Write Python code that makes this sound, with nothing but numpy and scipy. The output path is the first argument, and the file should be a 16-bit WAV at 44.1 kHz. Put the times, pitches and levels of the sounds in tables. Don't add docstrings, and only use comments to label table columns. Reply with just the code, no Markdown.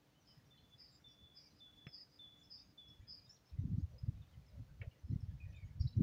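import sys
import numpy as np
from scipy import signal
from scipy.fft import rfft, irfft, next_fast_len
from scipy.io import wavfile

SR = 44100
rng = np.random.default_rng(int(sys.argv[2]) if len(sys.argv) > 2 else 0)


def boost_factor(decibels):
    exponent = np.asarray(decibels, float) / 20
    return 10 ** exponent


def unload_wav(signal):
    wavfile.write(
        sys.argv[1],
        SR,
        np.round(np.clip(np.atleast_2d(signal).T, -1, 1) * 32767).astype(np.int16),
    )


N = 265482
WARBLE_HZ = 206.02
GARDEN_T60_S = 0.28


def rms_one(x):
    return x / np.sqrt(np.mean(np.abs(x) ** 2) + 1e-20)


def in_time(rows, t):
    s, *columns = np.transpose(rows)
    return [np.interp(t, s, column) for column in columns]


def drift(rate_hz, size=N):
    pole = np.exp(-2 * np.pi * rate_hz / SR)
    settle = 8000
    noise = rng.standard_normal(size + settle)
    slow = signal.lfilter([1], [1, -2 * pole, pole * pole], noise)[settle:]
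    return rms_one(slow - slow.mean())


def coloured(spectrum):
    size = next_fast_len(N)
    hz, db = np.transpose(spectrum)
    bins_hz = np.fft.rfftfreq(size, 1 / SR)
    shape = boost_factor(np.interp(np.log(bins_hz + 1), np.log(hz), db))
    return rms_one(irfft(rfft(rng.standard_normal(size)) * shape, size)[:N])


def band(x, low_hz, high_hz):
    return signal.sosfilt(signal.butter(2, [low_hz, high_hz], "band", fs=SR, output="sos"), x)


def add(out, start_s, sound):
    i = max(round(start_s * SR), 0)
    out[i:i + len(sound)] += sound[:N - i]


def hump(t, length_s):
    return np.cos(np.pi * np.clip(t / length_s, -.5, .5)) ** 2


def echoes(x, t60_s):
    t = np.arange(0, t60_s, 1 / SR)
    paths = rng.standard_normal(len(t)) * boost_factor(-60 * t / t60_s)
    return signal.fftconvolve(x, paths / np.sqrt(np.sum(paths ** 2)))[:len(x)]


def whistle(hz, scattered, flutter_hz, spread_s=.0):
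    share = np.clip(scattered, 0, 1)
    paths = (drift(flutter_hz, size=len(hz)) + 1j * drift(flutter_hz, size=len(hz))) / np.sqrt(2)
    carrier = np.sqrt(2) * np.exp(2j * np.pi * np.cumsum(hz) / SR)
    late = np.real(carrier * paths)
    if spread_s:
        late = rms_one(echoes(late, spread_s))
    return np.sqrt(1 - share) * carrier.real + np.sqrt(share) * late


def background():
    t = np.arange(N) / SR
    # (time [s], level [dB])
    hum_level = [(0, -85), (2.9, -82.5), (3.4, -90), (6.02, -91)]
    hum = boost_factor(in_time(hum_level, t)[0]) * whistle(np.full(N, 296.25), 0.3, flutter_hz=5.5)
    # (time of the top [s], length [s], peak level [dB])
    swell_rows = [(3.955, 0.179, -74.5), (4.563, 0.174, -76), (4.852, 0.126, -70.5), (4.963, 0.096, -79.5),
                  (5.504, 0.129, -77)]
    swells = sum(boost_factor(db) * hump(t - s, length_s) for s, length_s, db in swell_rows)
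    swell_hz = 551 * (1 + .07 * drift(4))
    hollow = swells * whistle(swell_hz, .95, flutter_hz=70)
    # (frequency [Hz], relative level [dB per Hz])
    air_shape = [(35, -30.5), (60, -5.5), (134, 2), (242, -11.5), (340, -12), (500, -11.5), (1000, -17),
                 (2000, -21), (4200, -23.5), (6500, -27), (8000, -34), (13600, -35.5), (15000, -26),
                 (16000, -35)]
    hiss = boost_factor(-73 + 0.44 * drift(4.7)) * coloured(air_shape)
    return hiss + hum + hollow


def wind():
    # (time [s], rumble level [dB], upper edge relative to the rumble [dB])
    gusts = [(0, -82, -1.5), (.46, -76, -2), (1.55, -78, -3.5), (2.1, -80, -1), (2.5, -75.5, -2.5),
             (3.25, -71, -5.5), (3.49, -81.5, -9.5), (3.56, -59, -2), (3.7, -45.5, -6.5), (3.79, -53.5, -1),
             (3.9, -52.5, -30.5), (4.0, -57.5, -24), (4.09, -52.5, 2), (4.16, -51.5, -24.5),
             (4.29, -69, -15), (4.39, -58, -18.5), (4.45, -70.5, -14.5), (4.6, -54, -13.5),
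             (4.69, -54.5, -31), (4.85, -55, -20.5), (4.94, -69, -12), (5.05, -73, -8.5),
             (5.12, -57.5, 11.5), (5.2, -54.5, -11.5), (5.3, -54.5, -22.5), (5.75, -53, -24.5),
             (5.85, -41.5, -19.5), (5.92, -56, -25), (5.96, -54, 0), (6.0, -39.5, 9.5)]
    # (frequency [Hz], relative level [dB per Hz])
    rumble_shape = [(12, -49), (20, -27.5), (55, 4), (91, 3), (146, -1.5), (260, -27), (340, -49.5),
                    (570, -120)]
    # (time of the top [s], peak level [dB], frequency [Hz], length [s])
    buffets = [(.383, -59.5, 139.3, 0.0404), (0.752, -62, 109.2, 0.035), (1.24, -62, 87, 0.0506),
               (3.004, -50, 70.6, 0.03304), (3.033, -55, 107.3, 0.0468), (3.287, -60.5, 119, 0.0275),
               (3.542, -45.5, 70.6, 0.061), (3.595, -30, 114.6, 0.0257), (3.618, -39, 97, 0.051),
               (3.657, -33, 130.3, 0.0152), (3.725, -35, 165, 0.0376), (3.739, -38, 105, .084),
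               (3.751, -35, 80, 0.0324), (3.785, -27.5, 141, 0.0146), (3.84, -32.5, 81.6, 0.0458),
               (4.039, -34, 107.5, 0.0209), (4.09, -28, 108, 0.0247), (4.204, -47, 82.5, 0.0396),
               (4.381, -46, 92.3, 0.0274), (4.598, -40.5, 89, 0.0229), (4.814, -46.5, 110.6, 0.036),
               (4.879, -37.5, 93.2, 0.0227), (5.051, -42, 78.8, 0.044), (5.108, -33, 105.4, .033),
               (5.135, -29.5, 120.2, 0.0232), (5.162, -28.5, 116, 0.0114), (5.238, -36, 100.4, 0.0252),
               (5.294, -39.5, 83, 0.0392), (5.445, -42.5, 89, 0.0408), (5.468, -42, 87.2, 0.0234),
               (5.651, -45, 110.7, 0.0327), (5.812, -30, 86.7, 0.0221), (5.858, -29.5, 110.2, 0.0287),
               (5.979, -25.5, 108.8, 0.038), (6.01, -23.5, 138.2, 0.0119)]
    rumble_db, edge_db = in_time(gusts, np.arange(N) / SR)
    lumps = boost_factor(2.715 * drift(15))
    rumble = rms_one(lumps * coloured(rumble_shape))
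    edge_noise = band(band(rng.standard_normal(N), 158.3, 274.1), 95, 330)
    edge = rms_one(lumps * edge_noise)
    out = boost_factor(rumble_db) * (rumble + boost_factor(edge_db) * edge)
    for s, db, hz, length_s in buffets:
        t = np.arange(-length_s / 2, length_s / 2, 1 / SR)
        swing = np.sin(2 * np.pi * hz * t + rng.uniform(0, 2 * np.pi))
        add(out, s + t[0], boost_factor(db) * np.hanning(len(t)) * swing)
    return out


def glides(rows):
    near_db, far_db = -67, -79.5
    out = np.zeros(N)
    for s, length_s, start_hz, end_hz, db in rows:
        far = np.clip((near_db - db) / (near_db - far_db), 0, 1)
        t = np.arange(0, length_s, 1 / SR)
        sung = np.clip(np.minimum(t / 0.0048, (length_s - t) / 0.00934), 0, 1)
        waver = 1 + (.005 + 0.0073 * far) * drift(90, size=len(t))
        hz = np.interp(t, [0, length_s], [start_hz, end_hz]) * waver
        add(out, s, boost_factor(db) * sung * whistle(hz, 0.22 + .5 * far, flutter_hz=70.3))
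    return out


def far_birds():
    # (time [s], length [s], start pitch [Hz], end pitch [Hz], level [dB])
    chirps = [(.2, 0.044, 5940, 5800, -83.5), (.27, 0.073, 3142, 2998, -80.5),
              (.57, 0.049, 4170, 4184, -77.5), (.575, 0.02, 3200, 2930, -73.5),
              (.91, 0.066, 7435, 7225, -81.5), (1.08, 0.068, 4906, 4850, -82.5),
              (1.07, 0.076, 5522, 5572, -79.5), (1.4, 0.08, 5680, 5557, -78.5),
              (1.504, 0.029, 4190, 4112, -78.5), (1.865, 0.0482, 5250, 5200, -67),
              (2.425, 0.041, 5053, 5350, -72.5), (2.58, 0.0483, 3640, 3714, -78.5),
              (2.87, 0.042, 5188, 5485, -74.5), (3.188, 0.0188, 5167, 3531, -72.5),
              (3.26, 0.0347, 3750, 3750, -79), (3.279, 0.054, 6943, 7115, -80.5),
              (3.291, 0.0268, 5159, 5455, -60.5), (3.295, 0.089, 5833, 5655, -76.5),
              (3.34, .02, 6530, 6600, -79), (3.359, 0.0248, 4943, 2873, -78.5),
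              (3.45, 0.069, 5250, 5346, -79.5), (3.49, 0.0163, 5144, 3200, -74.5),
              (3.98, 0.0297, 4973, 5177, -68), (4.06, 0.0134, 4990, 4580, -77.5),
              (4.214, 0.031, 3708, 3400, -79), (4.285, 0.0155, 3757, 3740, -79),
              (4.325, 0.0233, 3470, 2820, -77.5), (4.46, 0.0403, 5310, 4980, -78),
              (4.91, 0.0296, 3019, 2725, -75), (5.05, 0.072, 5160, 5260, -82.5),
              (5.11, .03, 3904, 4634, -79.5), (5.12, 0.0271, 2060, 2000, -77),
              (5.18, .06, 8460, 8510, -92.5), (5.2, 0.04, 5465, 4980, -79),
              (5.4, 0.0658, 2460, 2457, -67.5), (5.45, 0.068, 1880, 1850, -80),
              (5.52, 0.0646, 2532, 2443, -71), (5.525, 0.0115, 6240, 3810, -72.5),
              (5.545, 0.04, 3580, 3650, -76), (5.56, 0.0186, 7080, 7050, -79),
              (5.575, 0.0754, 2345, 2196, -73.5), (5.68, 0.0374, 2148, 2166, -79),
              (5.795, 0.032, 5510, 5435, -64.5), (5.797, 0.0389, 4442, 5340, -63),
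              (5.82, 0.0147, 4960, 3870, -65), (5.845, 0.0606, 5000, 5318, -73.5),
              (5.868, 0.0163, 3927, 4090, -61.5), (5.875, 0.0139, 4358, 4870, -60),
              (5.884, 0.0137, 3720, 4035, -71.5), (5.924, 0.0188, 4000, 4000, -70),
              (5.965, .02, 5800, 5854, -76)]
    chatter_per_s, chatter_db = 30.0, -91
    chance = rng.random((300, 5))
    starts = np.cumsum(-np.log(chance[:, 0])) / chatter_per_s
    faint = []
    for s, (a, b, c, d) in zip(starts, chance[:, 1:]):
        if s < N / SR:
            start_hz = 1500 * 4.5 ** b
            faint.append((s, .015 + .05 * a, start_hz, start_hz * (.85 + .25 * c), chatter_db + 8 * d))
    clear = glides(chirps)
    blurred = echoes(glides(faint), .15)
    return clear + boost_factor(-5.5) * echoes(clear, GARDEN_T60_S) + blurred


def loudness(t, db, echo, attack_s, fade_db_per_s, sung_s, release_db_per_s):
    delay_s, length_s, echo_db = echo
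    fade_db = fade_db_per_s * np.maximum(t - attack_s, 0)
    release_db = release_db_per_s * np.maximum(t - sung_s, 0)
    sung = np.clip(t / attack_s, 0, 1) ** 2 * boost_factor(db - fade_db - release_db)
    return sung + boost_factor(echo_db) * hump(t - delay_s, length_s)


def high_notes():
    # (time [s], peak level [dB], pitch offset [Hz],
    # echo delay [s], echo length [s], echo level [dB])
    notes = [(.245, -68, 151, 0.25, 0.082, -90), (0.771, -57.5, -9.5, 0.1878, 0.102, -71),
             (1.339, -57.5, 1, 0.244, 0.1116, -73.5), (1.908, -54, -80, 0.2462, 0.122, -72),
             (2.487, -54.5, 1, 0.223, 0.074, -81.5), (3.065, -53, -16.5, 0.2, 0.101, -77)]
    # (time after its start [s], pitch before the offset [Hz], warble depth [Hz])
    buzz_shape = [(0, 5120, 60), (.03, 5018, 200), (.06, 5000, 313), (.1, 4926, 275), (.3, 4970, 200)]
    out, t = np.zeros(N), np.arange(0, .45, 1 / SR)
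    centre, depth = in_time(buzz_shape, t)
    scattered = np.interp(t, [0, .06, .11], [.2, .5, .9])
    for s, db, shift_hz, *echo in notes:
        warble_hz = WARBLE_HZ * (1 + 0.043 * drift(30, size=len(t)))
        warble = np.sin(2 * np.pi * np.cumsum(warble_hz) / SR)
        hz = centre + shift_hz + depth * warble + 32 * drift(55, size=len(t))
        buzz = whistle(hz, scattered, flutter_hz=34.5, spread_s=0.1)
        buzz = rms_one(band(buzz, 4560 + shift_hz, 5250 + shift_hz))
        level = loudness(t, db, echo, attack_s=0.0321, fade_db_per_s=87, sung_s=0.1248, release_db_per_s=228)
        add(out, s, level * buzz)
    return out


def low_notes():
    # (time [s], peak level [dB], pitch offset [Hz],
    # echo delay [s], echo length [s], echo level [dB])
    notes = [(0.5, -71, -1, 0.245, 0.0973, -68.5), (1.036, -63.5, 11.5, 0.2696, 0.291, -69),
             (1.596, -61.5, -11.5, 0.271, 0.285, -68), (2.185, -57.5, 0, 0.2558, 0.169, -72.5),
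             (2.772, -59.5, -46, 0.319, 0.1265, -78)]
    # (time after its start [s], pitch before the offset [Hz])
    pitch_shape = [(0, 3567), (.03, 3522), (.07, 3450), (.2, 3465), (.4, 3396)]
    out, t = np.zeros(N), np.arange(0, .45, 1 / SR)
    trace = 25 * np.exp(-t / 0.081) * np.sin(2 * np.pi * WARBLE_HZ * t)
    scattered = np.interp(t, [0, .07, .13], [.02, .15, .4])
    for s, db, shift_hz, *echo in notes:
        hz = in_time(pitch_shape, t)[0] + shift_hz + trace
        level = loudness(t, db, echo, attack_s=0.01115, fade_db_per_s=53, sung_s=0.1883, release_db_per_s=244.5)
        add(out, s, level * whistle(hz, scattered, flutter_hz=45.0))
    return out


def songbird():
    song = low_notes() + high_notes()
    return song + boost_factor(-15.5) * echoes(song, GARDEN_T60_S)


def knocks():
    # (time [s], click [dB], thump [dB], hollow after-ring [dB],
    # fall-off of the modes away from 2250 Hz [dB per octave], ring length factor [1])
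    strikes = [(1.8683, -46, -46, -71, 0, 0.617), (4.816, -43.5, -64.5, -63.5, 26.5, 0.955)]
    # (frequency [Hz], level [dB], time to die by 60 dB [s])
    modes_table = [(1255, -9, 0.069), (1807, 1.5, 0.0287), (2256, 1.5, 0.041), (2657, -1, 0.0446),
                   (3200, -5.5, 0.0367), (4000, -13, 0.027), (5800, -18, 0.029)]
    out, t = np.zeros(N), np.arange(0, .15, 1 / SR)
    soft = 1 - np.exp(-t / 0.0007)
    late = 1 - np.exp(-t / 0.00438)
    for s, click_db, thump_db, hollow_db, fall_db, ring in strikes:
        modes = np.zeros(len(t))
        for hz, db, t60_s in modes_table:
            mode_db = db - fall_db * abs(np.log2(hz / 2250)) - 60 * t / (t60_s * ring)
            modes += boost_factor(mode_db) * np.sin(2 * np.pi * hz * t + rng.uniform(0, 2 * np.pi))
        dull = band(band(rng.standard_normal(len(t)), 1630, 2950), 1000, 2730)
        scatter = boost_factor(-7.0 - 60 * t / (0.119 * ring)) * rms_one(dull)
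        hollow_noise = rms_one(band(rng.standard_normal(len(t)), 377, 665))
        hollow = boost_factor(hollow_db + 6.5 - 60 * t / 0.135) * hollow_noise
        thump = boost_factor(thump_db + 6.0 - 60 * t / 0.059) * np.cos(2 * np.pi * 140 * t)
        click = boost_factor(click_db - 3.5) * (soft * modes + late * scatter)
        add(out, s - .001, click + late * hollow + soft * thump)
    return out


def scene():
    return (songbird() + far_birds() + knocks() + wind() + background())[None, :]


def band_limit(x):
    return signal.sosfilt(signal.butter(12, 15720, fs=SR, output="sos"), x)


def record(dry):
    return band_limit(dry)


dry = scene()
out = record(dry)
unload_wav(out)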